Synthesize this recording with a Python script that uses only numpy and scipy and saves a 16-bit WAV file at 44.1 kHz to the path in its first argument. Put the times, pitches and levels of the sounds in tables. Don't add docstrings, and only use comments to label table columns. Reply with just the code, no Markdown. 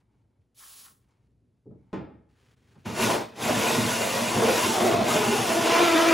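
import sys
import numpy as np
from scipy import signal
from scipy.fft import rfft, irfft, next_fast_len
from scipy.io import wavfile

SR = 44100
rng = np.random.default_rng(int(sys.argv[2]) if len(sys.argv) > 2 else 0)


def inscribe(sig):
    pcm = np.round(np.clip(np.atleast_2d(sig).T, -1, 1) * 32767)
    wavfile.write(sys.argv[1], SR, pcm.astype(np.int16))


def voltage_ratio(level):
    return 10 ** (np.asarray(level, float) / 20)


N = 270333
SIZE = next_fast_len(N + SR)
HZ = np.maximum(np.fft.rfftfreq(SIZE, 1 / SR), 1)
TIME = np.arange(N) / SR
DISSOLVE_S, DISSOLVE_LENGTH_S = 5.6, 0.11


def rms_one(x):
    return x / np.sqrt(np.mean(x ** 2) + 1e-20)


def in_time(rows):
    s, *columns = np.transpose(rows)
    return [np.interp(TIME, s, c) for c in columns]


def at_hz(points, hz=HZ):
    point_hz, value = np.transpose(points)
    return np.interp(np.log(hz), np.log(np.maximum(point_hz, 1)), value)


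def through(x, response):
    return irfft(rfft(x, SIZE) * response, SIZE)[..., :N]


def without(x, bands):
    gains = [1 - .5 * (np.tanh((HZ - low) / 20) - np.tanh((HZ - high) / 20)) for low, high in bands]
    return through(x, np.prod(gains, axis=0))


def modes(table):
    return sum((-1) ** k * voltage_ratio(db) / (1 + 1j * (HZ - hz ** 2 / HZ) / width)
               for k, (hz, width, db) in enumerate(table))


def drift(rate_hz):
    return rms_one(through(rng.standard_normal(N), 1 / (1 + 1j * HZ / rate_hz) ** 2))


def grit(per_s, spread_db):
    sizes = voltage_ratio(spread_db * np.minimum(rng.exponential(1, N), 5)) * rng.choice([-1, 1], N)
    return sizes * (rng.random(N) < per_s / SR)


def held(rows, rise_db_per_s, fall_db_per_s):
    s, length, db = np.transpose(rows)[..., None]
    swell_db = rise_db_per_s * np.maximum(s - TIME, 0)
    decay_db = fall_db_per_s * np.maximum(TIME - s - length, 0)
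    return voltage_ratio(db - swell_db - decay_db).sum(axis=0)


def ramp(s, length):
    return np.clip((TIME - s) / length, 0, 1)


def peaks(rows):
    return np.max([np.interp(TIME, [s - build, s, s + let_go], [0, db, 0])
                   for s, db, build, let_go in rows], axis=0)


def garage_air():
    # start_s, level_db
    shifts = [
        (0.0, -73.5),
        (1.3, -70.5),
        (1.55, -74),
        (1.87, -64),
        (2.23, -75),
        (2.52, -65.5),
        (2.86, -62),
    ]
    # frequency_hz, density_db
    rumble_spectrum = [(12, -64), (20, -32), (37, -39), (60, -9), (125, 0), (147, -9.5), (252, -9),
                       (500, -23), (650, -58), (1100, -120)]
    # frequency_hz, level_db
    hum_tones = [(59.2, -76.5), (118.4, -76.5)]
    # frequency_hz, density_db
    hiss_spectrum = [(180, -9), (300, -6), (645, -14), (1100, -23), (3290, -30), (3640, -30), (7570, -35),
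                     (11100, -34), (12500, -38), (16000, -42)]
    rumble = rms_one(through(rng.standard_normal(N), voltage_ratio(at_hz(rumble_spectrum))))
    rumble = rumble * voltage_ratio(in_time(shifts)[0] + 2.7 * drift(2.0))
    hum = sum(voltage_ratio(db - 1.0 + 4.8 * drift(7.7)) * np.sin(2 * np.pi * hz * TIME) for hz, db in hum_tones)
    hiss = through(rng.standard_normal(N), voltage_ratio(at_hz(hiss_spectrum)) / (1 + (HZ / 12500) ** 12))
    return rumble + hum + voltage_ratio(-80) * rms_one(hiss)


def rustle():
    # start_s, length_s, level_db
    rubs = [(0.0, .01, -78), (.12, .1, -87), (.418, .002, -83), (1.02, 0.027, -82), (1.08, .19, -84),
            (1.31, .002, -87), (1.574, .002, -90), (1.782, 0.17, -89), (2.3, .07, -76),
            (2.385, 0.15, -68.5), (2.57, 0.093, -73), (2.68, 0.074, -69.5), (2.79, .05, -70)]
    # frequency_hz, density_db
    cloth_spectrum = [(240, -31), (400, 1), (628, -13), (706, -11), (1110, -10), (2580, -11), (3400, -15),
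                      (10900, -25.5), (13000, -30)]
    cloth = through(grit(6000, 2.8) * voltage_ratio(1.0 * drift(30.0)), voltage_ratio(at_hz(cloth_spectrum)))
    return held(rubs, 900, 500) * rms_one(cloth)


def creak():
    # start_s, length_s, level_db
    slips = [
        (0.0, .03, -83),
        (.136, .01, -82),
        (.2, .05, -92),
        (.326, .05, -90),
        (1.1, 0.025, -81.5),
        (1.158, .04, -86),
        (1.78, .085, -85),
        (1.91, .002, -77),
    ]
    # frequency_hz, width_hz, level_db
    seam_modes = [(2250, 120, -3), (870, 160, 5.5), (1630, 73, -12), (2950, 120, -14)]
    return held(slips, 200, 180) * rms_one(through(grit(600, 1.9), modes(seam_modes)))


def knocks():
    # start_s, peak_db, centre_hz,
    # fall_above_db_per_octave, damping_factor
    knock_events = [(.009, -56, 70, -10, 5), (.239, -55, 70, -8.5, 5.3), (.384, -52, 110, -14, 5.6),
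                    (.9, -64, 170, -8, 2.8), (1.087, -82, 9000, -3, 2), (1.107, -85, 5000, -1, 2),
                    (1.657, -47, 400, -30, 1.7), (1.706, -48.5, 280, -15.5, 1.1),
                    (.548, -83, 6000, -3, 3.3), (1.929, -36, 265, -7, .75),
                    (1.94, -59.5, 1890, -12.5, 0.59), (1.662, -52.5, 160, -13, 1.4),
                    (2.754, -51, 122, -5.5, 2.1), (2.853, -39, 198, -5, 0.47)]
    # frequency_hz, width_hz, level_db (level unused: all stand out alike)
    bed_modes = [(833, 17, 0), (1030, 16, -3), (1300, 40, -2), (1400, 16, -7), (1680, 11, -11),
                 (1860, 35, -10), (2140, 34, -13), (2400, 71, -15), (2750, 15, -19)]
    # frequency_hz, t60_s
    bed_t60 = [(60, 0.67), (250, 0.4), (1000, 0.37), (4000, 0.29), (10000, 0.036)]
    bed = 1 + sum(1.8 * np.abs(modes([(hz, width, 0)])) for hz, width, _ in bed_modes)
    white = through(rng.standard_normal((2, N)), bed)
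    out = np.zeros(N)
    second = TIME[:SR]
    for k, hz in enumerate(70 * 2 ** np.arange(0, 7.5, .5)):
        band_pass = signal.butter(4, [hz / 2 ** 0.2, hz * 2 ** 0.25], "band", fs=SR, output="sos")
        band = rms_one(signal.sosfilt(band_pass, white[k % 2]))
        for s, db, centre_hz, fall_db, damping in knock_events:
            at = round(s * SR)
            octaves = np.log2(hz / centre_hz)
            age = second * damping / at_hz(bed_t60, hz)
            decay = voltage_ratio(-60 * age) + voltage_ratio(-18.0 - 40 * age)
            onset = 1 - np.exp(-second * hz / 2.1)
            band_db = db + min(fall_db * octaves, 7 * octaves)
            out[at:at + SR] += voltage_ratio(band_db) * decay * onset * band[at:at + SR]
    return out


def spray():
    # start_s, length_s, level_db
    bursts = [
        (.585, 0.27, -50),
    ]
    # frequency_hz, density_db
    jet_spectrum = [(760, -12), (1300, -21), (2270, -8), (3080, -3), (7130, -1.5), (8400, -2.5),
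                    (11000, 2.5), (12500, -3), (15500, -3.5)]
    # start_s, length_s, level_db
    spits = [
        (.62, .01, -56.5),
        (.66, 0.16, -68.5),
        (.86, .004, -59.5),
    ]
    # frequency_hz, width_hz, level_db
    nozzle_modes = [(810, 44, -2), (1090, 57, 6), (1320, 94, 3.5), (1750, 340, -3)]
    jet = through(rng.standard_normal(N) * voltage_ratio(1.2 * drift(25.0)), voltage_ratio(at_hz(jet_spectrum)))
    sputter = through(grit(1800, 3.3), modes(nozzle_modes))
    opened = TIME > .546
    return held(bursts, 600, 200) * opened * rms_one(jet) + held(spits, 500, 204) * rms_one(sputter)


def can():
    # frequency_hz, width_hz, level_db
    struck_modes = [(195.6, 4.7, -1.5), (322, 7.6, -2.5), (815, 5.1, -23), (850, 3.3, -17),
                    (1034, 9.3, -9.5), (1270, 8.7, -13), (1480, 8.3, -17.5), (1890, 12, -16),
                    (2070, 10, -21), (2440, 20, -22), (2710, 15, -29)]
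    landing_s, landing_db = 1.931, -32.5
    hz, width, db = np.transpose(struck_modes)[..., None]
    age = np.maximum(TIME - landing_s, 0)
    rings = voltage_ratio(landing_db + db) * np.exp(-np.pi * width * age) * np.sin(2 * np.pi * hz * age)
    return np.sum(rings, axis=0)


def cut_gains():
    # start_s, bite_db (against steady cutting)
    bite_curve = [(2.84, -46), (2.86, -12), (2.93, -12), (3.03, 4.5), (3.14, -0.3), (3.15, -70),
                  (3.33, -38), (3.365, -18), (3.43, -1), (3.65, 3), (4.3, -0.5), (4.64, 4), (4.82, 0),
                  (5.04, -2), (5.1, 3.5), (5.3, 2), (5.6, 0.3), (6.13, -0.5)]
    # peak_s, strength_db, build_up_s, let_go_s
    grabs = [(2.87, 11, 0.015, 0.055), (3.06, 8, 0.095, 0.16), (3.49, 12, 0.077, 0.19),
             (3.86, 12, 0.27, 0.044), (4.28, 4.5, 0.32, 0.058), (4.37, 11.5, 0.055, 0.21),
             (4.69, 8.5, 0.041, 0.069), (4.82, 7, 0.15, 0.073), (4.99, 14.5, 0.064, 0.083),
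             (5.3, 8.5, 0.53, 0.088), (5.39, 8, .03, 0.098), (5.61, 4.5, .04, 0.049)]
    # peak_s, strength_db, build_up_s, let_go_s
    singing = [
        (3.12, 5, 0.18, 0.055),
        (3.65, 4.5, 0.29, 0.28),
        (4.42, 2.5, 0.092, 0.09),
        (4.82, 4, 0.066, .15),
        (4.94, 6.5, 0.074, .04),
        (5.55, 3, 0.05, .03),
    ]
    # wall_boom, wall_ring, chip_rasp, fine_rasp
    # level in steady cutting [dB]
    steady_db = [-38, -29.5, -32, -36]
    follows_light = [0.82, 0.99, 0.98, 1.25]
    follows_hard = [0.2, -0.14, 1.08, 1.05]
    follows_grab = [0.98, 0.046, -0.091, -0.19]
    follows_singing = [0.11, 1.05, -0.059, 0.027]
    stall_db = [0, 1.5, -1.5, -10]
    later_cut_db = [-3.5, 2.5, 5.5, 0.2]
    ring_out_db_per_s = [104, 126.6, 140, 280]
    stall_s, stall_length_s = 4.99, 0.063

    bite, = in_time(bite_curve)
    stall = np.exp(-((TIME - stall_s) / stall_length_s) ** 2)
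    later = ramp(DISSOLVE_S, DISSOLVE_LENGTH_S)
    causes = [np.minimum(bite, 0), np.maximum(bite, 0), peaks(grabs), peaks(singing), stall, later]
    shares = follows_light, follows_hard, follows_grab, follows_singing, stall_db, later_cut_db
    db = np.c_[steady_db] + np.transpose(shares) @ causes
    ring_out = np.c_[ring_out_db_per_s] * TIME
    return voltage_ratio(np.maximum.accumulate(db + ring_out, axis=1) - ring_out) * (TIME > bite_curve[0][0])


def saw():
    # frequency_hz, width_hz, level_db
    boom_modes = [(63.5, 6.3, -20), (99, 25, -9.5), (118, 20.7, -3), (174, 45, -8.5), (205.4, 21.3, -2),
                  (237.1, 11.3, 4)]
    ring_modes = [(343.5, 33, 1), (400, 47, -0.5), (458.6, 35, 3), (541, 90, -2), (613, 20, 4),
                  (654.5, 15.5, 0), (708.5, 19, -0.5), (798, 28, -4.5), (882, 15.5, -1.5), (946, 9.3, -3.5),
                  (1031, 11, -10), (1117, 12, -13), (1318, 28, -19)]
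    # frequency_hz, width_hz, level_db
    cup_modes = [(1450, 15, 11.7), (1910, 29, 2.9), (2100, 18, 6.9), (2450, 44, 5.3), (2780, 45, 4.7),
                 (3510, 41, 1.7), (3580, 190, 3.4)]
    # frequency_hz, density_db
    rasp_spectrum = [(600, -34), (1000, 4.5), (1230, -7.5), (1500, -6.5), (2800, -4.5), (4000, -8),
                     (6000, -8.5), (7800, -12.5), (8700, -16), (11000, -13.5), (13000, -19), (15500, -24)]
    wobble = drift(7.1)
    boom = through(grit(900, 3.5), modes(boom_modes) / (1 + (56 / HZ) ** 8))
    chips = grit(2500, 1.82) * voltage_ratio(0.96 * wobble)
    ring = sum(voltage_ratio(4.2 * drift(3.45)) * through(chips, modes([mode])) for mode in ring_modes)
    cup = 1 + sum(np.abs(modes([(hz, width, 0)])) * (voltage_ratio(db) - 1) for hz, width, db in cup_modes)
    fine_chips = grit(9000, 1.0) * voltage_ratio(0.47 * wobble + 0.26 * drift(42.0))
    sides = rms_one(rng.standard_normal((7, N)) * voltage_ratio(-60 * TIME / 0.055)) / np.sqrt(N)
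    turns = np.array([drift(10) for _ in sides])
    turns = turns / np.sqrt(np.sum(turns ** 2, axis=0))
    glints = through(fine_chips * turns, rfft(sides, SIZE)).sum(axis=0)
    rasp = through(2 * fine_chips + glints, voltage_ratio(at_hz(rasp_spectrum)) * cup)
    treble = through(rasp, 1 / (1 + (6000 / HZ) ** 12))
    voices = boom, ring, rasp - treble, treble
    return sum(gain * rms_one(x) for gain, x in zip(cut_gains(), voices))


def chatter(swell_db=3.0):
    # start_s, teeth_per_s, level_db
    teeth = [(4.25, 480, -45), (4.5, 522, -30.5), (4.7, 470, -40), (4.78, 364, -37), (4.86, 370, -24.5),
             (4.94, 333, -31.5), (5.09, 373, -41.5), (5.18, 435, -26.5), (5.33, 411, -27), (5.43, 390, -45),
             (5.48, 336, -43), (5.56, 333, -25), (5.66, 332, -33), (5.82, 344, -22.5), (5.87, 339, -28.5),
             (5.95, 326, -15.5), (6.03, 336, -21), (6.13, 327, -16.5)]
    # frequency_hz, width_hz, level_db
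    fed_modes = [(1242, 98, 3), (2360, 32, 11.5)]
    per_s, level_db = in_time(teeth)
    locked = ramp(5.4, .12)
    later = ramp(DISSOLVE_S, DISSOLVE_LENGTH_S)
    free_slip, locked_slip = .14, .06
    slip = free_slip + (locked_slip - free_slip) * locked
    early_fall_db, later_fall_db = -22.5, -7
    fall_db = early_fall_db + (later_fall_db - early_fall_db) * later
    mode_hz, mode_width_hz = 735, 71
    off_mode_db = 10 * np.log10(1 + ((2 * per_s - mode_hz) / mode_width_hz) ** 2)
    second_db = -26.5 + 2.5 * later - off_mode_db + .15 * (level_db + 28) - level_db
    turns = np.cumsum(per_s * (1 + .012 * drift(45.0))) / SR
    stack = np.zeros(N)
    for k in range(1, 11):
        harmonic_db = second_db * (k > 1) + fall_db * np.log2(max(k / 2, 1)) + swell_db * drift(17.0)
        phase = 2 * np.pi * (k * turns + slip * k * drift(26.5))
        stack += voltage_ratio(harmonic_db) * np.sin(phase)
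    return voltage_ratio(level_db) * (TIME > teeth[0][0]) * through(stack, 1 + modes(fed_modes))


def scene():
    # frequency_hz, left_lead_rad
    port_lead = [(1, 0), (2500, 0), (3200, .14), (4000, 0), (7950, 0), (8100, 1.7), (9300, 1.7), (10400, 0),
                 (11200, 0), (12900, -3.1), (14000, -3.2), (15200, -6.28)]
    # frequency_hz, level_db
    reflections = [(30, -22), (60, -16), (110, -13), (200, -14), (450, -10), (600, -4.5), (1250, -5),
                   (1600, -19), (2100, -45), (3200, -15), (4400, -19), (8300, -3.5), (9800, -5),
                   (10800, -28), (11900, -5), (14500, -5)]
    near = garage_air() + rustle() + creak() + knocks() + spray() + can() + saw() + chatter()
    garage_t60_s = .2
    tails = rng.standard_normal((2, SR // 2)) * voltage_ratio(-60 * TIME[:SR // 2] / garage_t60_s)
    tails = rms_one(tails) / np.sqrt(SR // 2)
    sides, around = rfft(tails, SIZE) * voltage_ratio(at_hz(reflections))
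    left_right = np.array([[1], [-1]])
    ports = np.exp(.5j * at_hz(port_lead) * left_right)
    return through(near, ports + sides * left_right + 0.78 * around / (1 + (6000 / HZ) ** 8))


def band_limit(x):
    return signal.sosfilt(signal.butter(12, 17100, fs=SR, output="sos"), x)


def record(dry):
    # from_hz, to_hz
    no_mid = [(12950, 14000), (15780, SR)]
    no_side = [(4800, 8200), (15200, SR)]
    splice_s, splice_width_s = 2.557, .007
    left, right = dry * (1 - .7 * np.exp(-((TIME - splice_s) / splice_width_s) ** 2))
    mid = without((left + right) / 2, no_mid)
    side = without((left - right) / 2, no_side)
    return band_limit(np.array([mid + side, mid - side]))


dry = scene()
out = record(dry)
inscribe(out)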